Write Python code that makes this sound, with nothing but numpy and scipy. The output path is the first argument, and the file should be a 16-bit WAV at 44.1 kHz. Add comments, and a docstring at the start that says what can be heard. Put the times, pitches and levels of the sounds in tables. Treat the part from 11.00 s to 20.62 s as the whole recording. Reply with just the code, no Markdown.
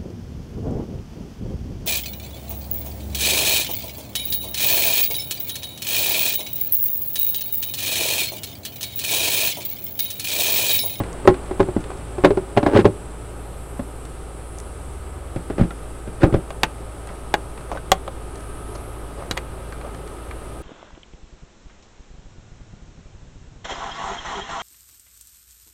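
"""A car's air filter is knocked into its hollow plastic box, clacking, scraping and crackling its pleats.
The lid thuds onto its rubber seal, fingers rub over it, and steel spring clips snap over the rim.
The close blows overload the microphone and echo briefly in the engine bay.
Behind it a machine hums, probably an air conditioner, and insects shrill outside."""
import sys
import numpy as np
from scipy import signal
from scipy.fft import rfft, irfft, next_fast_len
from scipy.io import wavfile
from scipy.ndimage import map_coordinates

SR = 44100
rng = np.random.default_rng(int(sys.argv[2]) if len(sys.argv) > 2 else 0)


def wav_out(sig):
    """Save sig, one row per channel (or a flat mono array), as 16-bit PCM at SR to the path in sys.argv[1]."""
    wavfile.write(sys.argv[1], SR, np.round(np.clip(np.atleast_2d(sig).T, -1, 1) * 32767).astype(np.int16))


N = 424241
TIME_S = np.arange(N) / SR
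HIT_S = np.arange(SR // 4) / SR  # the life of one contact


def amp(db):
    """Decibels to gain."""
    return 10 ** (np.asarray(db) / 20)


def unit(x):
    """Scaled to rms 1."""
    return x / np.sqrt(np.mean(x ** 2) + 1e-20)


def blow(x):
    """Scaled to the energy of 20 ms at rms 1."""
    return x / np.sqrt(np.sum(x ** 2) / (SR / 50) + 1e-20)


def swell(middle_s, length_s):
    """An arch from 0 to 1 and back."""
    return np.maximum(0, 1 - (2 * (TIME_S - middle_s) / length_s) ** 2)


def wobble(rate_hz):
    """A smooth random curve."""
    knots = rng.standard_normal(4096)
    return map_coordinates(knots, [TIME_S * rate_hz], order=2, mode="wrap")


def tones(partials, drift_rad, rate_hz):
    """Steady (pitch_hz, rms_db) sines whose phases wander."""
    return sum(amp(db) * np.sqrt(2) * np.sin(2 * np.pi * hz * TIME_S + drift_rad * wobble(rate_hz))
               for hz, db in partials)


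def noise(colour, size):
    """Noise of rms 1, shaped by a (freq_hz, gain_db) curve."""
    m = next_fast_len(size)
    hz, db = np.transpose(colour)
    gain = amp(np.interp(np.log(np.fft.rfftfreq(m, 1 / SR) + 1), np.log(hz), db))
    return unit(irfft(rfft(rng.standard_normal(m)) * gain, m)[:size])


def burst(colour, t60, attack=0.0001, tail_db=-22, tail_t60=0.18):
    """Countless close modes: noise that starts at once, dies fast and leaves a weak tail."""
    fade = amp(-60 * HIT_S / t60) + amp(tail_db - 60 * HIT_S / tail_t60)
    return blow(noise(colour, len(HIT_S)) * fade * (1 - np.exp(-HIT_S / attack)))


def ring(modes, attack, detune=0.018, scatter_db=1.2):
    """Damped modes; the place of contact and the grip change their strength, sign and pitch."""
    hz, db, t60 = np.transpose(modes)[:, :, None]
    level, pitch, sign = rng.standard_normal((3, len(modes), 1))
    fades = amp(db + scatter_db * level - 60 * HIT_S / t60)
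    waves = np.sign(sign) * fades * np.sin(2 * np.pi * hz * (1 + detune * pitch) * HIT_S)
    return blow(waves.sum(axis=0) * (1 - np.exp(-HIT_S / attack)))


def add(track, start_s, sound):
    """Mix a sound into the track."""
    part = track[max(0, round(start_s * SR)):][:len(sound)]
    part += sound[:len(part)]


# colour of the fan's rush: freq_hz, gain_db
FAN_COLOUR = [(10, 9.5), (32, 2.5), (70, 1.5), (125, 2), (200, -6.5), (410, -0.5), (560, -5.5), (850, -9),
              (1400, -14), (1750, -20), (2900, -23.5), (3600, -27), (6300, -40), (15500, -46)]
# fader ride on the rush: time_s, level_db
FAN_RIDE = [(0, -32.5), (1, -34.5), (3, -37.5), (7, -36.5), (7.7, -35.5), (9.62, -35.5)]
# partials of the compressor hum and the whine: pitch_hz, level_db
HUM_PARTIALS = [(55.3, -36), (110.6, -48.5), (166, -53.5), (274.5, -66.5), (388, -53.5), (414, -59.5),
                (764.4, -55.5)]
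WHINE_PARTIALS = [(1233, -54.5), (1292, -53.5), (1583, -62.5)]

def machine():
    """Fan rush and compressor hum; a thin whine creeps up, and it and a low drone each swell once."""
    fan_db = np.interp(TIME_S, *np.transpose(FAN_RIDE))
    rush = amp(fan_db) * noise(FAN_COLOUR, N)
    fade_in = np.minimum(1, TIME_S) ** 2
    whine_db = -5.5 + 0.7 * TIME_S + 3.5 * swell(middle_s=7.64, length_s=0.75)
    whine = fade_in * amp(whine_db) * tones(WHINE_PARTIALS, drift_rad=0.29, rate_hz=7.6)
    drone_db = -48 + 11.5 * swell(middle_s=4.08, length_s=1.4)
    drone = amp(drone_db) * tones([(75.2, 0)], drift_rad=0.7, rate_hz=3.7)
    hum = tones(HUM_PARTIALS, drift_rad=0.32, rate_hz=4.3)
    return rush + hum + whine + drone


# colours of the three insect choruses: freq_hz, gain_db
LOW_SHRILL = [(6400, -32), (7600, 6), (8300, 6.5), (9000, 3), (12500, -42)]
MID_SHRILL = [(6800, -12), (7700, -13.5), (8450, 0.5), (8950, -6.5), (9550, 1.5), (10000, -4.5),
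              (10450, -2.5), (11100, -12.5), (11900, -21), (13200, -42)]
HIGH_SHRILL = [(8000, -13), (9500, -6), (10500, 6.5), (11700, 4), (15500, -17)]
# fader rides on the low, middle and high chorus: start_db, drift_db_per_s
CHORUS_RIDES = [(-52.5, -0.78), (-52.5, 0), (-64.5, 0.5)]
# a nearer insect's band around its centre pitch: offset_hz, gain_db
NEAR_INSECT_BAND = [(500, -4), (1200, -8), (3000, -38)]
# its calls: middle_s, length_s, level_db, centre_hz, glide_hz_per_s
NEAR_INSECT_CALLS = [(2.65, .9, -59, 11300, -1), (3.55, 0.49, -52.5, 9770, 1),
                     (7.652, 1, -51.5, 10040, 2198)]

def insects():
    """Three distant choruses shimmer; a nearer insect swells three times, the last with a rising glide."""
    out = np.zeros(N)
    for shrill, (start_db, drift_db_per_s) in zip((LOW_SHRILL, MID_SHRILL, HIGH_SHRILL), CHORUS_RIDES):
        out += amp(start_db + drift_db_per_s * TIME_S + 0.6 * wobble(7.5)) * noise(shrill, N)
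    for middle_s, length_s, level_db, centre_hz, glide_hz_per_s in NEAR_INSECT_CALLS:
        pitch_hz = centre_hz + glide_hz_per_s * (TIME_S - middle_s)
        carrier = np.sin(2 * np.pi * np.cumsum(pitch_hz) / SR)
        out += amp(level_db) * swell(middle_s, length_s) * unit(carrier * noise(NEAR_INSECT_BAND, N))
    return out


# early reflections off the bodywork: delay_s, gain_db
PANEL_ECHOES = [(.0034, -15), (.0071, -16)]

def panels(x):
    """Reflections from the bonnet and wings comb-filter the background."""
    m = next_fast_len(N + SR // 2)
    hz = np.fft.rfftfreq(m, 1 / SR)
    low_cut = hz / (hz + 600)  # small panels reflect short waves only
    echoes = sum(amp(db) * np.exp(-2j * np.pi * hz * delay_s) for delay_s, db in PANEL_ECHOES)
    return irfft(rfft(x, m) * (1 + low_cut * echoes), m)[:N]


# modes of the open box's hollow and walls: pitch_hz, gain_db, t60_s
BOX_AIR_MODES = [(103.4, 1, 0.13), (166, 1, 0.05), (226, -4, 0.092), (273.4, 5.5, 0.053)]
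BOX_WALL_MODES = [(486, -1.5, 0.021), (537, -9, 0.022), (580, 0.5, 0.079), (693, 0, 0.052),
                  (835, 1.5, 0.048), (956, -4.5, 0.062), (1063, -1.5, 0.065)]
# colours of the plastic's dull clack and bright crack: freq_hz, gain_db
CLACK_COLOUR = [(150, -22), (300, 12), (450, 6), (1050, -9), (1400, -5.5), (2000, -47)]
CRACK_COLOUR = [(800, -37), (1400, 10), (2100, 5), (3100, -3), (4200, -7.5), (6000, -17), (10000, -23),
                (16000, -52)]

def frame_blow(wall_db, thud_db):
    """One contact of filter frame and box: the walls clack, the hollow thuds, the edge cracks."""
    wall_ring = ring(BOX_WALL_MODES, attack=0.0007, detune=0.012)
    clack = burst(CLACK_COLOUR, t60=0.05, tail_db=-16, tail_t60=0.087)
    wall = blow(wall_ring + amp(-1) * clack)
    crack = burst(CRACK_COLOUR, t60=0.054, attack=0.00044, tail_db=-15, tail_t60=0.1)
    crack_db = -10.5 + 1.14 * wall_db  # harder hits are brighter
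    thud = ring(BOX_AIR_MODES, attack=0.00036)
    return amp(wall_db) * wall + amp(thud_db) * thud + amp(crack_db) * crack


REBOUND_S, FRAME_REBOUND_DB, LID_REBOUND_DB = 0.024, -21.5, -19
# the filter frame, and last the lid's edge, hit the open box:
# start_s, body_db, body_pitch_hz, body_t60_s, wall_db, thud_db
FILTER_HITS = [(.002, -30, 325, 0.049, -25.5, -22), (0.2756, -3, 367, 0.097, -6.5, -24),
               (0.2844, -17, 385, 0.042, -21, -19), (.51, -23.5, 367, .09, -30, -36.5),
               (0.602, -12.5, 384, 0.098, -16.5, -19), (.686, -20.5, 360, 0.075, -32, -29),
               (.765, -15.5, 280, 0.02, -30, -25), (1.182, -23.5, 356, 0.11, -30.5, -32),
               (1.246, -8, 374.4, 0.068, -4.5, -18), (1.305, -13.5, 406, 0.085, -22.5, -23),
               (1.373, -16.5, 380, 0.07, -25.5, -29), (1.573, -13, 410, 0.049, -11.5, -18),
               (1.629, -21, 275, 0.072, -21.5, -25), (1.663, -14, 364, .05, -13.5, -22),
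               (1.751, -15.5, 260, 0.045, -20, -17.5), (1.762, -13.5, 425, 0.056, -16, -22),
               (1.789, -10, 350, 0.076, -22, -19), (1.853, -6.5, 400, 0.03, -13.5, -14),
               (2.794, -28.5, 262, 0.11, -30, -31)]
# a corner of the tilted frame touches just before it lands: start_s, level_db
CORNER_TAPS = [(.596, -25), (1.238, -19), (1.566, -24.5), (1.743, -28), (1.846, -22)]

def filter_knocks():
    """The stiff frame strikes and rebounds; the spot sets the body's pitch and the grip damps it."""
    out = np.zeros(N)
    for start_s, level_db in CORNER_TAPS:
        add(out, start_s, frame_blow(level_db, level_db))
    for start_s, body_db, body_pitch_hz, body_t60_s, wall_db, thud_db in FILTER_HITS:
        body = ring([(body_pitch_hz, 0, body_t60_s)], attack=0.001, detune=0)
        add(out, start_s, amp(body_db) * body + frame_blow(wall_db, thud_db))
        add(out, start_s + REBOUND_S, frame_blow(wall_db + FRAME_REBOUND_DB, thud_db + FRAME_REBOUND_DB))
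    return out


def engine_bay(x, t60):
    """A short, dull echo from the bonnet and the parts around."""
    dull_noise = noise([(60, 22), (400, 15), (2000, 0), (12000, -16)], len(HIT_S))
    tail = dull_noise * amp(-60 * HIT_S / t60) * (1 - np.exp(-HIT_S / 0.00013))
    return signal.fftconvolve(x, tail / np.linalg.norm(tail))[:N]


# colours of a midrange tick and a crisp click: freq_hz, gain_db
TICK_COLOUR = [(900, 7), (1500, 9), (2300, 5), (3600, -5), (4400, -4), (6000, -35), (13000, -40)]
CLICK_COLOUR = [(2800, -11), (4500, -2), (8300, 4), (10000, -9), (15500, -23)]
# small handling noises: start_s, tick_db, click_db
HANDLING_TICKS = [(0.036, -38.5, -61), (0.13, -59, -47), (.3425, -37, -57), (0.629, -38, -57),
                  (0.841, -43, -58), (3.053, -49, -50), (3.586, -65, -44), (3.6012, -65, -45.5),
                  (6.073, -45, -49.5), (6.09, -43, -66), (6.577, -42, -65), (6.609, -47, -67),
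                  (7.357, -49, -50), (8.724, -39.5, -54), (8.812, -42, -62), (8.947, -43.5, -56),
                  (9.076, -50, -53), (9.311, -38, -60)]

def ticks():
    """Tiny slips of plastic and steel under the fingers."""
    out = np.zeros(N)
    for start_s, tick_db, click_db in HANDLING_TICKS:
        tick = burst(TICK_COLOUR, t60=0.029)
        click = burst(CLICK_COLOUR, t60=0.0055, tail_db=-33)
        add(out, start_s, amp(tick_db) * tick + amp(click_db) * click)
    return out


# colour of the dry hiss of paper and skin: freq_hz, gain_db
HISS_COLOUR = [(2500, -16), (4300, -2), (6500, -2), (10000, -38)]

def pleats(pops_per_s=27, until_s=1.4):
    """The paper pleats crackle at random, in pops of uneven size, while the filter is handled."""
    pops = (rng.random(N) < pops_per_s / SR) * rng.standard_normal(N) * (TIME_S < until_s)
    paper = burst(TICK_COLOUR, t60=0.03) + burst(HISS_COLOUR, t60=0.03) / 2
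    return amp(-60) * signal.fftconvolve(pops, paper)[:N]


# drags of the filter's or lid's edge: middle_s, length_s, groan_db, rasp_db
EDGE_DRAGS = [(0.268, 0.054, -20.5, -55), (1.703, 0.12, -18.5, -45), (1.78, 0.094, -17, -25.5),
              (4.623, 0.086, -28.5, -43), (5.231, 0.06, -24, -32)]

def scrapes(slips_per_s=430):
    """An edge drags along the box: uneven slips keep the body groaning and the edge rasping."""
    slips = (rng.random(N) < slips_per_s / SR) * rng.standard_normal(N)
    body = ring([(402, 0, 0.036)], attack=0.00052, detune=0) + burst(CLACK_COLOUR, t60=0.035, tail_db=-40)
    groan = unit(signal.fftconvolve(slips, body)[:N])
    rasp = unit(amp(3 * wobble(slips_per_s)) * noise(CRACK_COLOUR, N))
    return sum(swell(middle_s, length_s) * (amp(groan_db) * groan + amp(rasp_db) * rasp)
               for middle_s, length_s, groan_db, rasp_db in EDGE_DRAGS)


# low colour of the plastic rim, rubbed or struck: freq_hz, gain_db
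RIM_COLOUR = [(80, -10), (230, -11), (350, -6.5), (600, 0.5), (900, -5.5), (1300, -6), (2000, -48)]
# strokes over the lid and clips: middle_s, length_s, groan_db, scratch_db, hiss_db
FINGER_STROKES = [(0.911, 0.059, -37, -45, -63), (6.113, 0.12, -41.5, -51, -64),
                  (6.738, 0.1, -32.5, -44, -55), (7.385, 0.063, -60, -47, -56),
                  (7.758, 0.14, -44, -51, -54), (8.228, 0.13, -36.5, -45, -64),
                  (8.866, 0.082, -37.5, -51, -69)]

def rubs():
    """A finger stroke swells and fades, sticking and slipping on the way."""
    slips = unit(amp(6 * wobble(170)))
    layers = slips * np.array([noise(colour, N) for colour in (RIM_COLOUR, TICK_COLOUR, HISS_COLOUR)])
    return sum(swell(middle_s, length_s) * (amp(levels_db) @ layers)
               for middle_s, length_s, *levels_db in FINGER_STROKES)


# modes of the hollow and walls with the lid on: pitch_hz, gain_db, t60_s
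LID_AIR_MODES = [(38, -2.5, 0.075), (69.5, 2, 0.074), (104, 5, 0.052), (157, 2.5, 0.07), (230, 1, 0.062)]
LID_WALL_MODES = [(287, 1, 0.048), (353, 2.5, 0.087), (460, 0, 0.043), (526, 2, 0.051), (641, 0.5, 0.045),
                  (794, -3, 0.04)]
# the lid bumps and seats: landing_s, wall_db, thud_db
LID_LANDINGS = [(4.361, -27.5, -25), (4.5, -23, -30), (4.581, -22.5, -32), (4.593, -23, -21),
                (4.611, -22.5, -12.5), (5.075, -34, -32.5), (5.232, -14, -11.5), (5.238, -11, -24),
                (5.326, -24.5, -21), (5.341, -13.5, -16)]

def lid_bumps():
    """The lid lands on the rubber seal and rebounds once: soft contacts with a deep ring."""
    out = np.zeros(N)
    for landing_s, wall_db, thud_db in LID_LANDINGS:
        for start_s, force_db in ((landing_s, 0), (landing_s + REBOUND_S, LID_REBOUND_DB)):
            wall_ring = ring(LID_WALL_MODES, attack=0.00092)
            clack = burst(CLACK_COLOUR, t60=0.048, tail_db=-12.5, tail_t60=0.33)
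            wall = blow(wall_ring + amp(-3) * clack)
            crack = burst(CRACK_COLOUR, t60=0.073, attack=0.00023)
            crack_db = -23.5 + 0.74 * (wall_db + force_db)  # harder hits crack louder
            thud = ring(LID_AIR_MODES, attack=0.0022, detune=0.052)
            bump = amp(thud_db) * thud + amp(wall_db) * wall
            add(out, start_s, amp(force_db) * bump + amp(crack_db) * crack)
    return out


# modes of the plastic rim and the steel clip: pitch_hz, gain_db, t60_s
RIM_MODES = [(345, -15, .06), (1070, -17, .07)]
CLIP_MODES = [(1560, -5, 0.083), (1897, 3, 0.037), (2155, 2, 0.041), (2370, 10, 0.024), (2870, 3.5, 0.041),
              (3360, 6, 0.032), (3770, 7.5, 0.025)]
# colour of the snap's top end: freq_hz, gain_db
SIZZLE_COLOUR = [(3300, -37), (4500, 8.5), (5400, -1.5), (6300, 4), (8000, 0), (9200, -13), (12500, -5),
                 (16000, -35)]
# clips touch the rim and snap shut: start_s, rim_db, steel_db, sizzle_db, rim_hz, spring_hz
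CLIP_HITS = [(4.707, -36.5, -42, -66, 1370, 2020), (5.505, -33.5, -40, -54, 650, 1520),
             (5.6332, -19, -16.5, -25, 880, 2690), (6.3403, -16.5, -19.5, -34.5, 838, 1640),
             (6.716, -27, -41, -55, 840, 1400), (6.773, -33, -43, -60, 1530, 1640),
             (6.9177, -11.5, -15.5, -22.5, 760, 3350), (7.078, -28.5, -41.5, -59, 530, 3460),
             (8.311, -32, -25.5, -33, 480, 4000), (8.370, -32, -38, -53, 957, 1900),
             (8.3749, -32, -27.5, -37.5, 510, 2050)]

def clip_snaps():
    """A spring clip goes over centre and slaps the rim; each spot and spring has its own main pitch."""
    out = np.zeros(N)
    for start_s, rim_db, steel_db, sizzle_db, rim_hz, spring_hz in CLIP_HITS:
        rim_ring = ring([(rim_hz, 0, 0.05)] + RIM_MODES, attack=0.0002, detune=0)
        slap = burst(RIM_COLOUR, t60=0.036, tail_db=-32, tail_t60=0.074)
        rim = blow(rim_ring + amp(-1) * slap)
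        # the bent spring has a cluster of close modes around its main pitch
        spring = burst([(spring_hz / 2, -45), (spring_hz, 0), (spring_hz * 2, -45)], t60=0.033, tail_db=-28)
        ping = ring(CLIP_MODES, attack=0.0001, detune=0.0095)
        tick = burst(TICK_COLOUR, t60=0.051, tail_db=-36)
        steel = blow(amp(-1.5) * spring + amp(-2) * ping + tick)
        sizzle = burst(SIZZLE_COLOUR, t60=0.01, tail_db=-8, tail_t60=0.05)
        sizzle += amp(-5) * burst(CLICK_COLOUR, t60=0.0064, tail_db=-47)
        add(out, start_s, amp(rim_db) * rim + amp(steel_db) * steel + amp(sizzle_db) * sizzle)
    return out


def scene():
    """Mono mix: the close work on the box and its echo over a bed of machine and insects."""
    work = filter_knocks() + lid_bumps() + clip_snaps() + ticks() + pleats() + scrapes() + rubs()
    echo = amp(-19) * engine_bay(work, t60=0.17)
    bed = panels(machine() + insects())
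    return (work + echo + bed)[None]


def record(dry):
    """The microphone saturates near full scale and keeps nothing above its band limit."""
    clipped = 0.98 * dry / (1 + np.abs(dry) ** 6) ** (1 / 6)
    m = next_fast_len(N + SR // 2)
    hz = np.fft.rfftfreq(m, 1 / SR)
    return irfft(rfft(clipped, m) * (hz < 15850), m)[..., :N]


dry = scene()
out = record(dry)
wav_out(out)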